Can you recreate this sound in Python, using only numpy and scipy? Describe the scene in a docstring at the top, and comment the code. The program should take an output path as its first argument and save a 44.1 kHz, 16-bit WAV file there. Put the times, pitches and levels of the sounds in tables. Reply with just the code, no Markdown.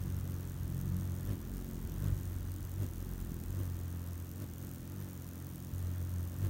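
"""At a garden feeder, a hand's width from the microphone, a hummingbird hovers, backs off and darts in.
Its wings beat about 45 times a second. The periodic air load on them hums as a harmonic series, the
feathers swish at both turns of each beat, and turbulent air rushes louder as the wings speed up.
Darts add a low whirr and a few feather flicks. The downwash puffs on the microphone, which hisses
softly; the garden murmurs behind."""
import sys
import numpy as np
from scipy.fft import rfft, irfft, next_fast_len
from scipy.io import wavfile
from scipy.ndimage import map_coordinates

SR = 44100
rng = np.random.default_rng(int(sys.argv[2]) if len(sys.argv) > 2 else 0)


def log_audio(samples):
    """Write samples as a 16-bit WAV file to the path given in sys.argv[1]."""
    # one column per channel
    frames = np.atleast_2d(samples).T
    # limit to full scale, then quantise
    limited = np.clip(frames, -1, 1)
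    pcm = np.round(limited * 32767).astype(np.int16)
    wavfile.write(sys.argv[1], SR, pcm)


N = 286456

# Drifting wingbeat of easy hovering: time_s, rate_hz
HOVER_RATE = [(0, 46.78), (.65, 43.99), (.96, 46.09), (1.3, 44.35), (2.17, 45.68), (2.86, 45.0),
              (3.06, 43.88), (4.02, 43.76), (4.54, 44.36), (5.44, 44.48), (5.69, 44.96), (6.5, 44.17)]
# Darts back from the feeder: peak_s, extra_rate_hz, thrust_ratio, thrust_width_s, whirr_db
RETREATS = [(1.301, 8.29, 1.15, .023, -49), (2.818, 5.82, 1.2, .024, -49), (4.415, 6.69, .9, .017, -46.5),
            (6.441, 6.96, 1.25, .026, -48.5)]
# Flights in again, ending in braking: peak_s, extra_rate_hz, thrust_ratio, thrust_width_s, whirr_db
RETURNS = [(2.017, 5.63, 1.2, .03, -52), (3.563, 4.35, .75, .03, -54), (4.973, 4.87, .6, .025, -60)]
# A retreating bird pushes off, coasts and catches itself: delay_s, width_s, extra_rate_share
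RETREAT_PHASES = [(0, .031, 1), (.088, .056, -.49), (.246, .07, .331)]
# A returning bird glides in and brakes: delay_s, width_s, extra_rate_share
RETURN_PHASES = [(-.15, .09, -.553), (0, .075, 1)]

# Base level of the second harmonic as the bird shifts its place: time_s, level_db
SECOND_HARMONIC_LEVEL = [(0, -38.5), (.36, -40), (.48, -44.5), (.62, -38.5), (.78, -45.5), (.92, -38),
                         (1.14, -39.5), (1.21, -43), (1.9, -45.5), (2.2, -41.5), (2.7, -41), (3.85, -40.8),
                         (4.25, -42.3), (5.8, -37), (5.95, -39), (6.25, -37), (6.34, -41.5), (6.45, -40)]
# Base level of the third harmonic, which the fourth partly follows: time_s, level_db
THIRD_HARMONIC_LEVEL = [(0, -42.5), (.25, -45), (.5, -54), (.85, -41.5), (1.25, -49.5), (1.75, -53),
                        (2.1, -46.5), (2.4, -62), (3.15, -51), (3.7, -56), (3.88, -49.5), (4.2, -55.5),
                        (4.65, -51), (5.1, -54.5), (5.72, -51), (5.75, -51), (6.3, -53), (6.47, -50)]
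# Base level of the harmonics from the fifth up: time_s, level_db
HIGH_HARMONIC_LEVEL = [(0, -59.5), (.35, -53), (.63, -59.5), (1.1, -52.5), (1.42, -56), (1.72, -52.5),
                       (2.0, -56.5), (2.55, -58.5), (3.1, -58), (3.35, -57.5), (3.8, -55), (4.4, -56.5),
                       (4.66, -53.5), (4.97, -56.5), (5.15, -54.5), (6.0, -57), (6.35, -58), (6.49, -56)]
# High harmonics with the body upright: harmonic_number, gain_db
UPRIGHT_HARMONICS = [(5, -2.5), (6, -7), (7, -9.5), (8, -9), (9, -16.5), (10, -17)]
# High harmonics with the body leaning in: harmonic_number, gain_db
LEANING_HARMONICS = [(5, -6.5), (6, -5), (7, -4), (8, -15.5), (9, -32), (10, -18.5), (11, -23), (12, -22.5),
                     (13, -19)]

# Feather swishes within one beat: phase_beats, width_beats, gain_db, scatter_db
SWISHES = [(0.99, 0.02, 4, 2), (0.89, 0.045, -6, -0.5), (0.43, 0.038, -4.5, 3.5), (0.59, 0.053, -8.5, 0.5)]
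# Spectrum of sliding feathers: frequency_hz, gain_db
SWISH_SPECTRUM = [(1500, -27), (3000, -10.5), (4700, -13.5), (6100, -2), (6900, -3), (7650, -7.5),
                  (8600, -1), (9500, -2.5), (10350, -9), (11300, -2.5), (12600, 0), (15500, 1)]
# Rushing air in easy flight: time_s, level_db
RUSH_LEVEL = [(0, -59), (.75, -60), (1.05, -58), (1.5, -60), (2.3, -59.5), (2.9, -61.2), (3.15, -60),
              (4.15, -60), (4.3, -62.5), (5.3, -60.5), (5.68, -62.5), (5.8, -59), (6.49, -60)]
# Spectrum of the rushing air: frequency_hz, gain_db
RUSH_SPECTRUM = [(150, 1), (300, 5.5), (550, 3.5), (700, -1.5), (1100, 1), (1800, -2), (2350, -12),
                 (3200, -10), (4800, -15.5), (9000, -21)]
# Downwash reaching the microphone: time_s, level_db
DOWNWASH_LEVEL = [(0, -45), (.4, -49.5), (.87, -44.5), (1.15, -50), (1.32, -46.5), (1.5, -48), (2.13, -45),
                  (2.66, -47.5), (3.2, -47), (3.55, -47), (4.35, -54), (4.65, -50), (5.2, -56), (5.7, -51),
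                  (5.77, -48.5), (6.25, -51.5), (6.49, -46)]
# Spectrum of its eddies: frequency_hz, gain_db
DOWNWASH_SPECTRUM = [(20, -50), (32, -1), (45, 0), (60, 6.5), (110, 1), (150, 2.5), (190, -8.5), (250, -10),
                     (320, -8), (400, -15), (800, -43)]
# Single eddies striking the microphone: centre_s, peak_db, width_s
PUFFS = [(1.855, -31, 0.002), (2.1297, -24.5, 0.0022), (2.367, -32, 0.0039), (3.32, -32.5, 0.001),
         (3.417, -34, 0.0011)]
# Spectrum of the garden's murmur: frequency_hz, gain_db
GARDEN_SPECTRUM = [(25, -42), (60, -18), (100, -2.5), (200, 1), (400, -11), (700, -14.5), (1500, -27.5),
                   (2500, -28), (8000, -33)]
# Spectrum of the microphone's self-noise: frequency_hz, gain_db
HISS_SPECTRUM = [(500, -10.0), (2500, 0.5), (5000, -4.5), (6800, 0.5), (7800, -4.5), (10300, -36.0),
                 (12000, -26.0), (15500, 3.0)]
# Spectrum of separated flow in a dart: frequency_hz, gain_db
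WHIRR_SPECTRUM = [(90, -24), (170, -12), (260, 11), (420, -5.5), (600, -6), (800, -22), (2000, -24.5),
                  (4000, -28)]
# Feathers snapping as the bird darts: centre_s, gain_db, pitch_hz
FLICKS = [(1.923, -50, 3180), (2.047, -45.5, 3200), (2.086, -47, 3370)]

TIME_S = np.arange(N) / SR


def amp(db):
    """Amplitude ratio: tenfold for every 20 decibels."""
    return 10 ** (np.asarray(db) / 20)


def unit_rms(x):
    """Normalisation to a root mean square of 1."""
    return x / np.sqrt(np.mean(x ** 2) + 1e-20)


def curve(rows):
    """Linear interpolation of (time_s, value) points, one value a sample."""
    return np.interp(TIME_S, *np.transpose(rows))


def wobble(rate_hz):
    """Smooth random modulation: a spline through rate_hz random knots a second."""
    knots = rng.standard_normal(int(N * rate_hz / SR) + 4)
    return map_coordinates(knots, [TIME_S * rate_hz])


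def bump(centre_s, width_s):
    """Gaussian envelope of height 1 and standard deviation width_s."""
    return np.exp(-.5 * ((TIME_S - centre_s) / width_s) ** 2)


def filtered(x, response):
    """Linear filtering: the spectrum of x is multiplied by a frequency response."""
    size = next_fast_len(N + 8192)
    return irfft(rfft(x, size) * response(np.fft.rfftfreq(size, 1 / SR)), size)[:N]


def noise(spectrum):
    """Spectral shaping: white noise filtered through (frequency_hz, gain_db) points, at rms 1."""
    points_hz, gain_db = np.transpose(spectrum)
    response = lambda hz: amp(np.interp(np.log(hz + 1), np.log(points_hz), gain_db))
    return unit_rms(filtered(rng.standard_normal(N), response))


def manoeuvres():
    """Frequency modulation: the effort, in Hz, that darts add to the hovering rate or take from it."""
    return sum(extra_hz * share * bump(peak_s + delay_s, width_s)
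               for darts, phases in [(RETREATS, RETREAT_PHASES), (RETURNS, RETURN_PHASES)]
               for peak_s, extra_hz, *_ in darts
               for delay_s, width_s, share in phases)


def hard_strokes():
    """Lag of force behind rate: thrust and whirr peak just after the fastest strokes of a dart."""
    thrust, whirr_gain = np.zeros(N), np.zeros(N)
    for darts, lag_s in [(RETREATS, 0.012), (RETURNS, 0.046)]:
        for peak_s, _, thrust_ratio, width_s, whirr_db in darts:
            swell = bump(peak_s + lag_s, width_s)
            thrust += thrust_ratio * swell
            whirr_gain += amp(whirr_db) * swell
    return thrust, whirr_gain


def posture():
    """Source orientation, 0 leaning in to drink and 1 upright: a longer trip away tilts it further."""
    rise_after_s, lean_before_s, tilt_s = 0.076, 0.11, 0.074
    short_trip_s, full_trip_s = 0.52, 0.75
    upright = np.zeros(N)
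    for (away_s, *_), (back_s, *_) in zip(RETREATS, RETURNS):
        height = (back_s - away_s - short_trip_s) / (full_trip_s - short_trip_s)
        inside_s = np.minimum(TIME_S - away_s - rise_after_s, back_s - lean_before_s - TIME_S)
        upright += height * np.clip(.5 + inside_s / tilt_s, 0, 1)
    return np.clip(0.08 + upright, 0, 1)


def lull_db():
    """Attenuation of the second harmonic for one stretch; it sets in and lifts within a beat."""
    start_s, end_s, edge_s = 4.236, 5.736, .012
    return np.interp(TIME_S, [start_s, start_s + edge_s, end_s - edge_s, end_s], [0, -5.5, -11, 0])


def harmonics(beats, rows, lead_beats, waver_rad, waver_db):
    """Fourier series of the air load; phases and levels waver, as no two strokes are alike."""
    total = np.zeros(N)
    for number, gain_db in rows:
        phase = 2 * np.pi * number * (beats + lead_beats) + waver_rad * wobble(24)
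        total -= np.sqrt(2) * amp(gain_db + waver_db * wobble(18)) * np.sin(phase)
    return total


def wing_hum(beats, effort_hz, thrust):
    """Loading noise: both strokes lift, favouring harmonic 2; upright, unequal strokes raise harmonic 1."""
    upright = posture()
    first_db = -52 + 3 * (curve(DOWNWASH_LEVEL) + 47) + 7 * upright + 1.1 * effort_hz
    second_db = curve(SECOND_HARMONIC_LEVEL) + lull_db() - 6 * upright + 0.38 * effort_hz + 5.8 * thrust
    third_db = curve(THIRD_HARMONIC_LEVEL) + 0.53 * effort_hz + 3.3 * thrust
    fourth_db = third_db.mean() - 3.5 + 0.72 * (third_db - third_db.mean())
    high_db = curve(HIGH_HARMONIC_LEVEL) + 4 * upright + 4.5 * thrust
    first = amp(first_db) * harmonics(beats, [(1, 0)], lead_beats=0.12, waver_rad=0.61, waver_db=-2.0)
    second = amp(second_db) * harmonics(beats, [(2, 0.051)], 0.087, waver_rad=0.14, waver_db=-0.8)
    third = amp(third_db) * harmonics(beats, [(3, 0)], 0.084, waver_rad=0.35, waver_db=2.3)
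    fourth = amp(fourth_db) * harmonics(beats, [(4, 0)], 0.094, waver_rad=0.22, waver_db=2.9)
    # Directivity: the body's tilt decides which stroke throws its sharper pulse at the microphone.
    upright_pulse = harmonics(beats, UPRIGHT_HARMONICS, 0.046, waver_rad=0.6, waver_db=2.0)
    leaning_pulse = harmonics(beats, LEANING_HARMONICS, 0.401, waver_rad=0.38, waver_db=1.5)
    high = amp(high_db) * (np.sqrt(upright) * upright_pulse + np.sqrt(1 - upright) * leaning_pulse)
    return first + second + third + fourth + high


def feather_swish(beats, effort_hz, thrust):
    """Friction noise: feathers slide as the wing flips, sharply at one turn and softly at the other."""
    power = np.zeros(N)
    for phase_beats, width_beats, gain_db, scatter_db in SWISHES:
        nearest_beat = np.round(beats - phase_beats).astype(int)
        beat_gains = amp(gain_db + scatter_db * rng.standard_normal(400))
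        window = np.exp(-.5 * ((beats - phase_beats - nearest_beat) / width_beats) ** 2)
        power += beat_gains[nearest_beat + 2] ** 2 * window  # incoherent sounds add in power
    level_db = -56.1 + 0.31 * effort_hz + .9 * thrust + .5 * wobble(8)
    return amp(level_db) * unit_rms(np.sqrt(power) * noise(SWISH_SPECTRUM))


def air_rush(beats, effort_hz, thrust):
    """Turbulence noise: air tears off the wings once a stroke, loudest when the bird darts."""
    level_db = curve(RUSH_LEVEL) + 0.27 * effort_hz + 3.7 * thrust
    stroke_db = 1.9 * np.cos(4 * np.pi * (beats - .06)) + np.cos(2 * np.pi * (beats - .52))
    return amp(level_db) * unit_rms(amp(stroke_db) * noise(RUSH_SPECTRUM))


def downwash():
    """Convected pressure: eddies from the wings flutter on the microphone; a few strike as puffs."""
    pressure = amp(curve(DOWNWASH_LEVEL)) * noise(DOWNWASH_SPECTRUM)
    for centre_s, peak_db, width_s in PUFFS:
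        passage = (TIME_S - centre_s) / width_s
        pressure += amp(peak_db) * passage * np.exp((1 - passage ** 2) / 2)  # suction, then a push
    return pressure


def garden_murmur():
    """Ambient noise: a faint, steady outdoor background, strongest in the bass."""
    return amp(-58) * noise(GARDEN_SPECTRUM)


def microphone_hiss():
    """Self-noise: the microphone adds a soft, steady hiss."""
    return amp(-64.5) * noise(HISS_SPECTRUM)


def dart_whirr(beats, gain):
    """Flow separation: in a dart the air breaks from the wings in rough, low bursts, one to a beat."""
    bursts = amp(5.2 * np.cos(2 * np.pi * (beats + 0.034)))
    return gain * unit_rms(bursts * noise(WHIRR_SPECTRUM))


def feather_flicks():
    """Impulsive excitation: a feather snaps past its neighbour in a millisecond of narrow-band noise."""
    total = np.zeros(N)
    for centre_s, gain_db, pitch_hz in FLICKS:
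        band = noise([(pitch_hz / 2, -25), (pitch_hz, 0), (pitch_hz * 2, -25), (pitch_hz * 4, -60)])
        total += amp(gain_db - 6.5) * bump(centre_s, width_s=0.00065) * band
    return total


def scene():
    """Superposition: wing sounds locked to one beat count add to the downwash and the background."""
    effort_hz = manoeuvres()
    thrust, whirr_gain = hard_strokes()
    start_beats = .203
    jitter_beats = .014 * wobble(rate_hz=12)
    beats = start_beats + np.cumsum(curve(HOVER_RATE) + effort_hz) / SR + jitter_beats
    hovering = sum(source(beats, effort_hz, thrust) for source in (wing_hum, feather_swish, air_rush))
    darting = dart_whirr(beats, whirr_gain) + feather_flicks()
    return (hovering + darting + downwash() + garden_murmur() + microphone_hiss())[None]


def record(dry):
    """Band limiting: a sixth-order high-pass thins the deepest bass; a sharp cutoff ends the treble."""
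    low_hz, top_hz = 33., 15850
    response = lambda hz: hz ** 6 / np.sqrt(hz ** 12 + low_hz ** 12) * (hz < top_hz)
    return filtered(dry[0], response)[None]


dry = scene()
out = record(dry)
log_audio(out)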